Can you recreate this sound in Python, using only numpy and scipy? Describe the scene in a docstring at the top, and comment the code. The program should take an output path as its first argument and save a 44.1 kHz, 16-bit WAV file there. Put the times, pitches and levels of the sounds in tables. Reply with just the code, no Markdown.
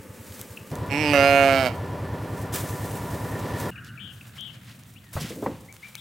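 """Sheep pen with an idling engine

Close to the microphone, on the right, a sheep bleats once: its vocal folds hum behind shut lips, then ring the
open mouth. A single-cylinder engine thumps and clatters beside the pen; it sounds distant at first, then
abruptly close, and cuts off abruptly; a crackling hiss drops with it. In the quiet small birds chirp, something
scuffs the dirt and a few dull knocks sound over the low rumble of the open air."""
import sys
import numpy as np
from scipy import signal
from scipy.fft import rfft, irfft
from scipy.io import wavfile
from scipy.ndimage import uniform_filter1d

SR = 44100
rng = np.random.default_rng(int(sys.argv[2]) if len(sys.argv) > 2 else 0)


def digitize_waveform(pressure):
    """Quantize a signal to 16-bit integers and store it at the path in sys.argv[1].

    Rows of a 2-D input are taken as channels; values are limited to [-1, 1].
    """
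    field = np.atleast_2d(pressure).T
    bounded = np.clip(field, -1, 1)
    quanta = np.round(bounded * 32767).astype(np.int16)
    wavfile.write(sys.argv[1], SR, quanta)


N = 264776
T, HZ = np.arange(N) / SR, np.fft.rfftfreq(N, 1 / SR)

# rate of the sheep's vocal folds: time_s, pitch_hz
BLEAT_PITCH = [(0.893, 135), (0.961, 145.2), (0.991, 152.4), (1.017, 153.7), (1.069, 147.0), (1.115, 145.8),
               (1.183, 138.2), (1.285, 139.5), (1.393, 138.5), (1.545, 134.9), (1.603, 133), (1.651, 128.6),
               (1.675, 120.4)]
# throat resonances for four mouth shapes: centre_hz, width_hz, level_db
MOUTH_SHUT = [(326, 310, -4.5), (664, 250, -16), (885, 78, -8), (1890, 208, -15), (2460, 400, -7.5),
              (2840, 190, -11.5), (4460, 380, -26.5), (5910, 300, -29), (8050, 440, -30),
              (9640, 900, -38.5), (12000, 860, -42.5)]
MOUTH_GAPING = [(273, 150, -8), (584, 124, 1.5), (700, 15, -5), (1330, 170, -7), (1760, 86, -8.5),
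                (2090, 117, -6), (2520, 82, -12), (2710, 240, -7.5), (3820, 78, -20), (4610, 410, -25.5),
                (4840, 490, -34), (5650, 1100, -33), (5880, 240, -26), (8150, 4500, -40), (10240, 480, -46),
                (12000, 460, -42), (13750, 1090, -52.5)]
MOUTH_OPEN = [(290, 290, -13), (587, 148, -2.5), (682.4, 33, 1), (1390, 240, -11.5), (1754, 170, -14),
              (2144, 130, -10), (2397, 180, -9), (2754, 134, -10.5), (3300, 510, -30), (4180, 300, -25.5),
              (4980, 104, -31), (5895, 270, -33.5), (6540, 480, -34.5), (8280, 360, -33.5),
              (10170, 650, -42), (11540, 180, -36.5), (13300, 1300, -48)]
MOUTH_RELAXED = [(277, 130, -4), (555, 360, -15), (625, 126, 6), (1303, 120, -5), (1520, 320, -10),
                 (2197, 280, -6.5), (2730, 200, -12.5), (3010, 149, -11), (3820, 470, -20),
                 (4400, 144, -15), (5050, 400, -20.5), (6260, 970, -32.5), (8140, 2300, -33),
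                 (11800, 680, -36), (14090, 2600, -40.5)]
# a high resonance that flares and slides: start_s, length_s, start_hz, end_hz, boost_db
THROAT_FLARES = [(0.883, .14, 5170, 5460, 15.5), (1.004, .125, 5300, 4840, 20),
                 (1.172, .14, 4850, 4890, 12.5)]
# the sheep's balance at the microphone: frequency_hz, left_over_right_db
SHEEP_BALANCE = [(100, -13.5), (280, -2), (600, -4), (1290, -9), (2380, -10.5), (4400, -8), (8100, -12.5),
                 (15000, -1)]

# engine speed: time_s, firings_per_s
IDLE_SPEED = [(0, 9.58), (.72, 9.9), (1.9, 9.9), (2.4, 9.95), (2.85, 9.91), (3.7, 9.8)]
# intake and exhaust pressure swings: after_firing_s, pitch_hz, half_length_s, level_db
PRESSURE_SWINGS = [(-.0281, 103.7, 0.0045, -23.5), (.0003, 111.7, 0.011, -24), (.0155, 151.2, 0.017, -33)]
# metal clatter close up: frequency_hz, gain_db
CLATTER_SPECTRUM = [(76, -67), (130, -2), (255, -7.5), (508, -11), (559, -11), (822, -15), (980, -17),
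                    (1060, -19.5), (1270, -28), (1540, -26.5), (1770, -22), (2290, -28), (6000, -40),
                    (7800, -92), (13200, -120)]
# resonances of the engine casing: centre_hz, width_hz, boost_db
CASING_MODES = [(300, 56, -1), (590, 20, 5), (979, 72, 9.5), (1168, 63, 9), (1400, 170, 10.5),
                (1746, 23, 11)]
# the engine's drone at a distance: frequency_hz, gain_db
DRONE_SPECTRUM = [(88, -36), (150, -5), (200, -1.5), (356, -10.5), (506, -5), (795, -28), (867, -12),
                  (1020, -22.5), (1190, -15), (1360, -22), (1690, -18.5), (3000, -29), (3900, -42),
                  (6600, -120)]

# dull blows: start_s, level_db, centre_hz, t60_s
KNOCKS = [(0.719, -31, 152, 0.18), (5.154, -29, 95, 0.26), (5.165, -28, 880, 0.14),
          (5.206, -32.5, 137, 0.58), (5.247, -33, 200, 0.099), (5.305, -36, 370, 0.23),
          (5.36, -34.5, 267, 0.47), (5.4244, -22.5, 516, 0.13), (5.461, -21, 850, 0.064),
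          (5.466, -23, 295, 0.14)]
# the hollow body that rings with them: centre_hz, width_hz, boost_db
HOLLOW_MODES = [(232, 320, 10), (380, 49, -1.5), (513, 170, 9.5), (1030, 100, 6), (1920, 72, 11)]
# a rasp over the engine, scuffs on dirt, a late background rise: start_s, length_s, level_db, centre_hz
GRAINY_SWELLS = [(3.3, 0.61, -49.5, 2680), (3.834, 0.067, -51.5, 3000), (4.35, 0.049, -49, 1960),
                 (4.525, 0.042, -54.5, 3060), (4.645, 0.11, -51, 2200), (5.135, 0.23, -41.5, 2290),
                 (5.196, 0.046, -37.5, 4700), (5.284, 0.031, -44, 4500), (5.366, 0.29, -54.5, 1630),
                 (5.795, 0.13, -53.5, 2000)]
# dry ticks: start_s, level_db, centre_hz
TICKS = [(0.323, -38, 2460), (0.414, -27, 8260), (.716, -37, 3480), (.755, -32, 8300), (3.847, -40.5, 4500),
         (4.409, -35, 9200), (4.8355, -42, 4000), (5.132, -48, 7000), (5.726, -35, 6500),
         (5.766, -41, 2770), (5.9535, -25, 6000)]

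# bird note shapes: length_s, start_pitch_ratio, end_pitch_ratio, half_flick_hz, left_over_right_db
SLUR = (0.0196, 1.15, 0.8, 68, 10)
DIP = (0.0275, 1.25, 1.6, 23, 9)
BUZZ = (.14, .96, .86, 300, 15)
HOOK = (0.041, .8, .99, 55, 6)
RISE = (.036, .72, 1.36, 150, 9)
PEEP = (0.026, 1.03, 0.93, 132, 3)
PIP = (0.0077, 1.17, 1.14, 110, 4)
FALL = (.09, 1.19, .86, 40, 5)
# chirps around the pen: start_s, shape, middle_pitch_hz, level_db
BIRD_NOTES = [(.5715, PIP, 2560, -38.5), (3.711, PEEP, 2750, -51), (3.756, SLUR, 2410, -47),
              (3.776, PEEP, 2770, -50), (3.777, PEEP, 1517, -47), (3.885, PEEP, 2810, -53.5),
              (3.974, DIP, 2260, -45.5), (3.991, BUZZ, 3097, -45.5), (4.21, PIP, 2480, -46),
              (4.355, SLUR, 2220, -57), (4.374, BUZZ, 3133, -42.5), (4.957, RISE, 2820, -54.5),
              (5.028, FALL, 1820, -63), (5.682, HOOK, 2255, -51), (5.826, HOOK, 2323, -44),
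              (5.944, DIP, 2204, -48.5), (5.968, BUZZ, 3450, -50.5)]

# swells and spurts of hiss: peak_s, rise_s, level_db, t60_s
HISS_SPURTS = [(.41, 0.37, -45, 0.63), (.72, 0.45, -59, 0.44), (2.43, 0.27, -48, 0.21),
               (2.545, 0.024, -29, .33), (3.6, 0.049, -40.5, 0.68), (4.14, 0.058, -55.5, 2.4),
               (4.7, 0.065, -59, 0.18), (4.9, 0.064, -53.5, 0.27), (5.136, 0.0091, -38, 0.36),
               (5.23, 0.05, -46, 1.7), (5.98, 0.32, -53.5, .8)]
# the hiss, the low air and the distant field: frequency_hz, gain_db
HISS_SPECTRUM = [(1180, -6.5), (2000, -7), (2300, -8.5), (4610, -10.5), (7980, -7), (11600, -9.5),
                 (15100, -9), (16000, -7.5)]
RUMBLE_SPECTRUM = [(18, -71), (30, -54), (53, -18.5), (118, 1), (152, -5.5), (220, -9), (429, -29),
                   (759, -35), (900, -54), (1170, -38), (1980, -120)]
FIELD_SPECTRUM = [(290, -38), (500, -6), (662, -7.5), (868, -9.5), (1140, -7), (1720, -4.5), (2840, -6.5),
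                  (3720, -8), (6000, -22), (7800, -24), (13200, -120)]

BLEAT_S, ATTACK_S = .892, .032  # the hum begins
LIPS_S, PARTING_S = 1.127, .006  # the lips part
SETTLE_S, RELAX_S = 1.162, 1.418  # the gaping mouth settles, then the jaw relaxes
SAG_S, RELEASE_S = 1.436, 1.674  # the voice sags, then dies away
UNSTEADY_S = .04  # half length of the roughness around a change of voice
ENGINE_NEAR_S, ENGINE_STOP_S = .713, 3.706


def sheep(size=2048):
    """Close by: each snap of the vocal folds, with its puff of turbulence, rings the throat."""
    t = np.arange(BLEAT_S, RELEASE_S + 2 * UNSTEADY_S, 1 / SR)
    cycles = np.cumsum(curve(BLEAT_PITCH, t)) / SR
    snaps_s = np.interp(np.arange(.5, cycles[-1]), cycles, t)[:, None]
    hz, lead = np.fft.rfftfreq(size, 1 / SR), size // 8
    gain, rough = vocal_effort(snaps_s)
    period = SR / curve(BLEAT_PITCH, snaps_s)  # in samples, like lead and onsets
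    ring = throat(snaps_s, hz) * np.sqrt(period)
    jitter, shimmer = rough * rng.standard_normal((2, len(snaps_s), 1))
    onsets = snaps_s * SR + jitter * period / 50
    puff = rng.standard_normal((len(snaps_s), size)) * np.exp(-np.arange(size) / (.18 * period))
    puff = rfft(puff / np.linalg.norm(puff, axis=1, keepdims=True))
    puff *= rough * (.5 + np.minimum(hz, 13000) / 2000)
    snap = 1j * np.exp(-2j * np.pi * hz * (onsets % 1) / SR)  # pressure builds, then collapses
    lead_delay = np.exp(-2j * np.pi * hz * lead / SR)
    pulses = irfft(ring * (snap + puff) * lead_delay) * gain * amp(.97 * shimmer)
    bleat = np.zeros(N)
    for onset, pulse in zip(onsets.ravel(), pulses):
        add(bleat, (int(onset) - lead) / SR, pulse)
    lip_puff = noise(band(hz, 1300, octaves=.29), size)[0] * np.hanning(size)
    add(bleat, LIPS_S - PARTING_S, amp(-30.5) * lip_puff)
    bleat += .16 * np.interp(T - .00355, T, bleat)  # bounce off the ground
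    bleat += amp(-23) * colour(np.interp(T - .034, T, bleat), band(HZ, 1500, 2.3))  # a farther wall
    at_mic = irfft(rfft(bleat) * pan(spectrum(SHEEP_BALANCE, HZ)), N)
    return amp(-.8) * at_mic + amp(-16) * yard(at_mic, t60=.35, dull_hz=5000)


def vocal_effort(t):
    """Gain and roughness: a swelling hum, then full voice, rough wherever the voice changes."""
    parted = ramp(t, LIPS_S, PARTING_S)
    hum_db = -27 + 21.5 * (t - BLEAT_S)
    open_db = -17 - 20.5 * np.maximum(t - SAG_S, 0) - 600 * np.maximum(t - RELEASE_S, 0)
    gain = ramp(t, BLEAT_S, ATTACK_S) * amp((1 - parted) * hum_db + parted * open_db)
    rough = .07 + .16 * bell(t, BLEAT_S + ATTACK_S, UNSTEADY_S)
    rough += .11 * bell(t, LIPS_S + 2 * PARTING_S, UNSTEADY_S)
    rough += .2 * bell(t, RELEASE_S + UNSTEADY_S / 2, UNSTEADY_S)
    return gain, rough


def throat(t, hz):
    """The throat's response at each time t as the mouth goes from shut to gaping, open and relaxed."""
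    shapes = MOUTH_SHUT, MOUTH_GAPING, MOUTH_OPEN, MOUTH_RELAXED
    mouth = ramp(t, LIPS_S, PARTING_S) + ramp(t, SETTLE_S, .098) + ramp(t, RELAX_S, .14)
    shares = np.maximum(1 - abs(mouth - np.arange(len(shapes))), 0)
    hum_drop = .039 * (1 - ramp(t, BLEAT_S, .18) ** 4)
    tuning = 1 - hum_drop + .052 * np.maximum(t - SETTLE_S, 0)  # the resonances start low and climb
    db = sum(share[:, None] * mouth_db(shape, hz / tuning) for share, shape in zip(shares.T, shapes))
    for start_s, length_s, start_hz, end_hz, boost_db in THROAT_FLARES:
        progress = ramp(t, start_s, length_s)
        centre_hz = start_hz + (end_hz - start_hz) * progress
        db += resonances([(centre_hz, 480, boost_db * (1 - (2 * progress - 1) ** 8))], hz)
    db += resonances([(12700, 4500, 4.2)], hz)  # a sheen from the sharp closure
    log_gain = np.log(amp(np.hstack([db, db[:, -2:0:-1]])))
    ring = np.exp(np.conj(signal.hilbert(log_gain)))[:, :len(hz)]  # causal: rings only after the snap
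    return ring / np.linalg.norm(irfft(ring), axis=1, keepdims=True)


def mouth_db(formants, hz):
    """One mouth shape: its resonances add in power and the deep bass falls away."""
    power = sum(amp(db) ** 2 / (1 + (1.87 * (hz - centre_hz) / width_hz) ** 2) ** 1.51
                for centre_hz, width_hz, db in formants)
    return 10 * np.log10(power * hz ** 2 / (hz ** 2 + 110 ** 2) + 1e-7)


def engine():
    """One cylinder idling: at first it sounds like a thudding drone from afar, then abruptly close: thumps and
    metal noise beside the pen."""
    rate = curve(IDLE_SPEED, T)
    cycles = np.cumsum(rate) / SR + .02
    firing = np.round(cycles).astype(int)
    since = (cycles - firing) / rate  # seconds from the nearest firing
    near = ramp(T, ENGINE_NEAR_S, .004)
    running = np.clip((ENGINE_STOP_S - T) / .0041, 0, 1)
    strength = amp(.8 * rng.standard_normal(firing[-1] + 1))[firing]  # no two firings are alike
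    swings = sum(amp(db) * thump(since, s, hz, half_s) for s, hz, half_s, db in PRESSURE_SWINGS)
    exhaust = colour(strength * swings, -10 * np.log10(1 + (64 / (HZ + 1)) ** 8))
    metal = clatter(since)
    valve = amp(-54) * noise(band(HZ, 1800, 1.3)) * bell(since, .016, .00027)
    far = amp(-35) * strength * thump(since, .001, hz=103, half_s=.011)
    far = far + amp(-46.5) * noise(spectrum(DRONE_SPECTRUM, HZ))
    rumble = noise(band(HZ, 88, .12), width=.021) * (near * amp(-43.5) + (1 - near) * amp(-57))
    panel_db = -48 + 7 * (T - ENGINE_STOP_S) + 4 * np.cos(2 * np.pi * (cycles - .1))
    panel = noise(band(HZ, 1810, .06), width=.15) * amp(panel_db)  # a loose panel buzzes ever louder
    close = exhaust + metal + (valve + panel) * strength ** 3
    return running * (near * close + (1 - near) * far + rumble)


def thump(t, centre_s, hz, half_s):
    """One short swing of air pressure, deepest at its centre."""
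    return -bell(t, centre_s, half_s) * np.cos(2 * np.pi * hz * (t - centre_s))


def clatter(since, grow_s=2.93, grow_db_per_s=5):
    """The same parts ring the casing in every cycle, mixed with noise that never repeats."""
    pattern = rng.standard_normal(SR)[np.round(since * SR).astype(int)]
    tone_db = spectrum(CLATTER_SPECTRUM, HZ) + resonances(CASING_MODES, HZ)
    repeat_share = spectrum([(150, .8), (1000, .24), (4000, .18)], HZ)
    repeating = unit(colour(pattern, tone_db + 10 * np.log10(repeat_share)))
    loose = amp(-4.5) * noise(tone_db + 10 * np.log10(1 - repeat_share), width=.25)
    metal = unit((repeating + loose) * (1 + .3 * bell(since, .02, .005)))  # swells after the firing
    metal *= amp(-34 + grow_db_per_s * np.maximum(T - grow_s, 0))
    return colour(metal, resonances([(187, 29, -1)], HZ))  # a hollow just above the exhaust note


def knocks(size=16384):
    """Soft blows ring something hollow and scatter round the yard."""
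    out, t, hz = np.zeros((2, N)), T[:size], np.fft.rfftfreq(size, 1 / SR)
    for start_s, db, centre_hz, t60 in KNOCKS:
        ring = noise(band(hz, centre_hz, octaves=.67) + resonances(HOLLOW_MODES, hz), size, width=.027)
        add(out, start_s, ring * amp(db - 60 * t / t60) * ramp(t, 0, .002))
    return out + amp(-22.5) * yard(out, t60=.79, dull_hz=1200)


def birds():
    """Gliding whistles left of the microphone; fast upward flicks in pitch make the longer ones buzz."""
    out = np.zeros((2, N))
    for start_s, (length_s, first, last, half_flick_hz, side_db), middle_hz, db in BIRD_NOTES:
        progress = np.linspace(0, 1, int(length_s * SR))
        edge_ratio = np.where(progress < .5, first, last)
        glide_hz = middle_hz * (1 + (edge_ratio - 1) * (2 * progress - 1) ** 2)
        flicks_per_s = 200 * (1 + .214 * flutter(len(progress), 150))
        flick_hz = 2 * half_flick_hz * np.sin(np.pi * np.cumsum(flicks_per_s) / SR) ** 4
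        whistle = np.sin(2 * np.pi * np.cumsum(glide_hz + flick_hz) / SR)
        whistle *= signal.windows.tukey(len(progress), .25) * amp(-7 * progress ** 3)
        whistle *= amp(-flick_hz / 60)  # softer at the top of each flick
        add(out, start_s, amp(db) * pan(side_db) * unit(whistle))
    return out + amp(-10) * yard(out, t60=.38, dull_hz=5000)


def grit(size=16384, tick_t60=.008):
    """Short grainy swells of noise and single dry ticks."""
    out, t, hz = np.zeros((2, N)), T[:size], np.fft.rfftfreq(size, 1 / SR)
    for start_s, length_s, db, centre_hz in GRAINY_SWELLS:
        grains = amp(1.8 * flutter(size, 120))
        arch = np.sin(np.pi * ramp(t, 0, length_s))
        add(out, start_s, amp(db) * noise(band(hz, centre_hz, 1.08), size) * grains * arch)
    for start_s, db, centre_hz in TICKS:
        add(out, start_s, noise(band(hz, centre_hz, 1.36), size) * amp(db - 60 * t / tick_t60))
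    return out


def hiss(linger_s=2.54, crackles_per_s=45):
    """A finely crackling hiss that swells and spurts; it drops abruptly when the engine stops."""
    running = T < ENGINE_STOP_S
    lingering = amp(-41 - 8 * (T - linger_s)) * (T > linger_s)  # left by the strongest spurt
    power = np.where(running, amp(-53.5) ** 2 + lingering ** 2, amp(-61) ** 2)
    for peak_s, rise_s, db, t60 in HISS_SPURTS:
        power += swell(peak_s, rise_s, db, t60) ** 2 * (running | (peak_s > ENGINE_STOP_S))
    grains = (rng.random(N) < crackles_per_s / SR) * np.minimum(rng.exponential(1, N), 3)
    crackle = signal.lfilter([1], [1, -np.exp(-1 / (.011 * SR))], grains)
    return noise(spectrum(HISS_SPECTRUM, HZ), width=.22) * np.sqrt(power) * (1 + .38 * crackle)


def open_air():
    """After the engine: an ebbing rumble the knocks stir, the distant field and a rough, far-off note."""
    flicker = flutter(N, 300)
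    waver = unit(colour(rng.standard_normal(N), band(HZ, 1.1, 1)))
    ebb = amp(-44 - 4.5 * (T - ENGINE_STOP_S))
    boom_power = sum(swell(s + .023, .015, db - 18.5, t60=.77) ** 2 for s, db, *_ in KNOCKS)
    rumble = noise(spectrum(RUMBLE_SPECTRUM, HZ), width=.092) * np.sqrt(ebb ** 2 + boom_power)
    field = noise(spectrum(FIELD_SPECTRUM, HZ), width=.51) * amp(-61 + 2 * waver + 3 * flicker)
    far_note = noise(band(HZ, 1524, .19), width=.14) * swell(3.78, .073, db=-46.5, t60=1.88)
    return (rumble + field + far_note) * (T > ENGINE_STOP_S)


def yard(x, t60, dull_hz):
    """Dull scatter that reaches the microphone from fences and ground."""
    t = T[:SR // 2]
    hz = np.fft.rfftfreq(len(t), 1 / SR)
    tail = noise(-10 * np.log10(1 + (hz / dull_hz) ** 2), len(t), width=.12)
    tail *= amp(-60 * t / t60) * ramp(t, 0, .0013)
    return signal.fftconvolve(x, tail / np.linalg.norm(tail[0]), axes=1)[:, :N]


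def amp(db):
    """Decibels to gain."""
    return 10 ** (np.asarray(db) / 20)


def unit(x):
    """Scales to rms 1."""
    return x / np.sqrt(np.mean(x ** 2) + 1e-20)


def ramp(t, start_s, length_s):
    """Goes from 0 to 1 over a length of time."""
    return np.clip((t - start_s) / length_s, 0, 1)


def bell(t, centre_s, half_s):
    """A Gaussian bump of height 1."""
    return np.exp(-((t - centre_s) / half_s) ** 2)


def swell(peak_s, rise_s, db, t60):
    """Gain that rises to a peak and dies away."""
    return ramp(T, peak_s - rise_s, rise_s) * amp(db - 60 * np.maximum(T - peak_s, 0) / t60)


def curve(rows, t):
    """Reads time_s, value rows."""
    return np.interp(t, *np.transpose(rows))


def spectrum(rows, hz):
    """Reads frequency_hz, value rows on a log axis."""
    row_hz, value = np.transpose(rows)
    return np.interp(np.log(hz + 1), np.log(row_hz + 1), value)


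def resonances(rows, hz):
    """dB that a body's resonances add."""
    return sum(db / (1 + (2 * (hz - centre_hz) / width_hz) ** 2) for centre_hz, width_hz, db in rows)


def band(hz, centre_hz, octaves):
    """dB of a band with straight skirts."""
    return -12 * (np.hypot(1, np.log2((hz + 1) / centre_hz) / octaves) - 1)


def colour(x, db):
    """Filters by a dB shape."""
    return irfft(rfft(x) * amp(db), x.shape[-1])


def noise(db, size=N, width=.2):
    """Coloured stereo noise; width is the ratio of side to mid."""
    mid, side = rng.standard_normal((2, size))
    return unit(colour(np.array([mid + width * side, mid - width * side]), db))


def flutter(size, smooth_samples):
    """A random wobble of rms 1."""
    return unit(uniform_filter1d(rng.standard_normal(size), smooth_samples))


def pan(left_over_right_db):
    """Left and right gains with a mean of 1."""
    ratio = amp(np.atleast_1d(left_over_right_db))
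    return 2 * np.array([ratio, np.ones_like(ratio)]) / (1 + ratio)


def add(mix, start_s, sound):
    """Mixes a sound in at its start time."""
    part = mix[..., max(round(start_s * SR), 0):][..., :sound.shape[-1]]
    part += sound[..., :part.shape[-1]]


def scene():
    """Everything that reaches the microphone at the pen."""
    return sheep() + engine() + hiss() + open_air() + birds() + knocks() + grit()


def record(dry):
    """The recorder passes nothing above about 16 kHz."""
    lowpass = signal.firwin(511, 15950, window=("kaiser", 9), fs=SR)
    return signal.oaconvolve(dry, lowpass[None], "same")


dry = scene()
out = record(dry)
digitize_waveform(out)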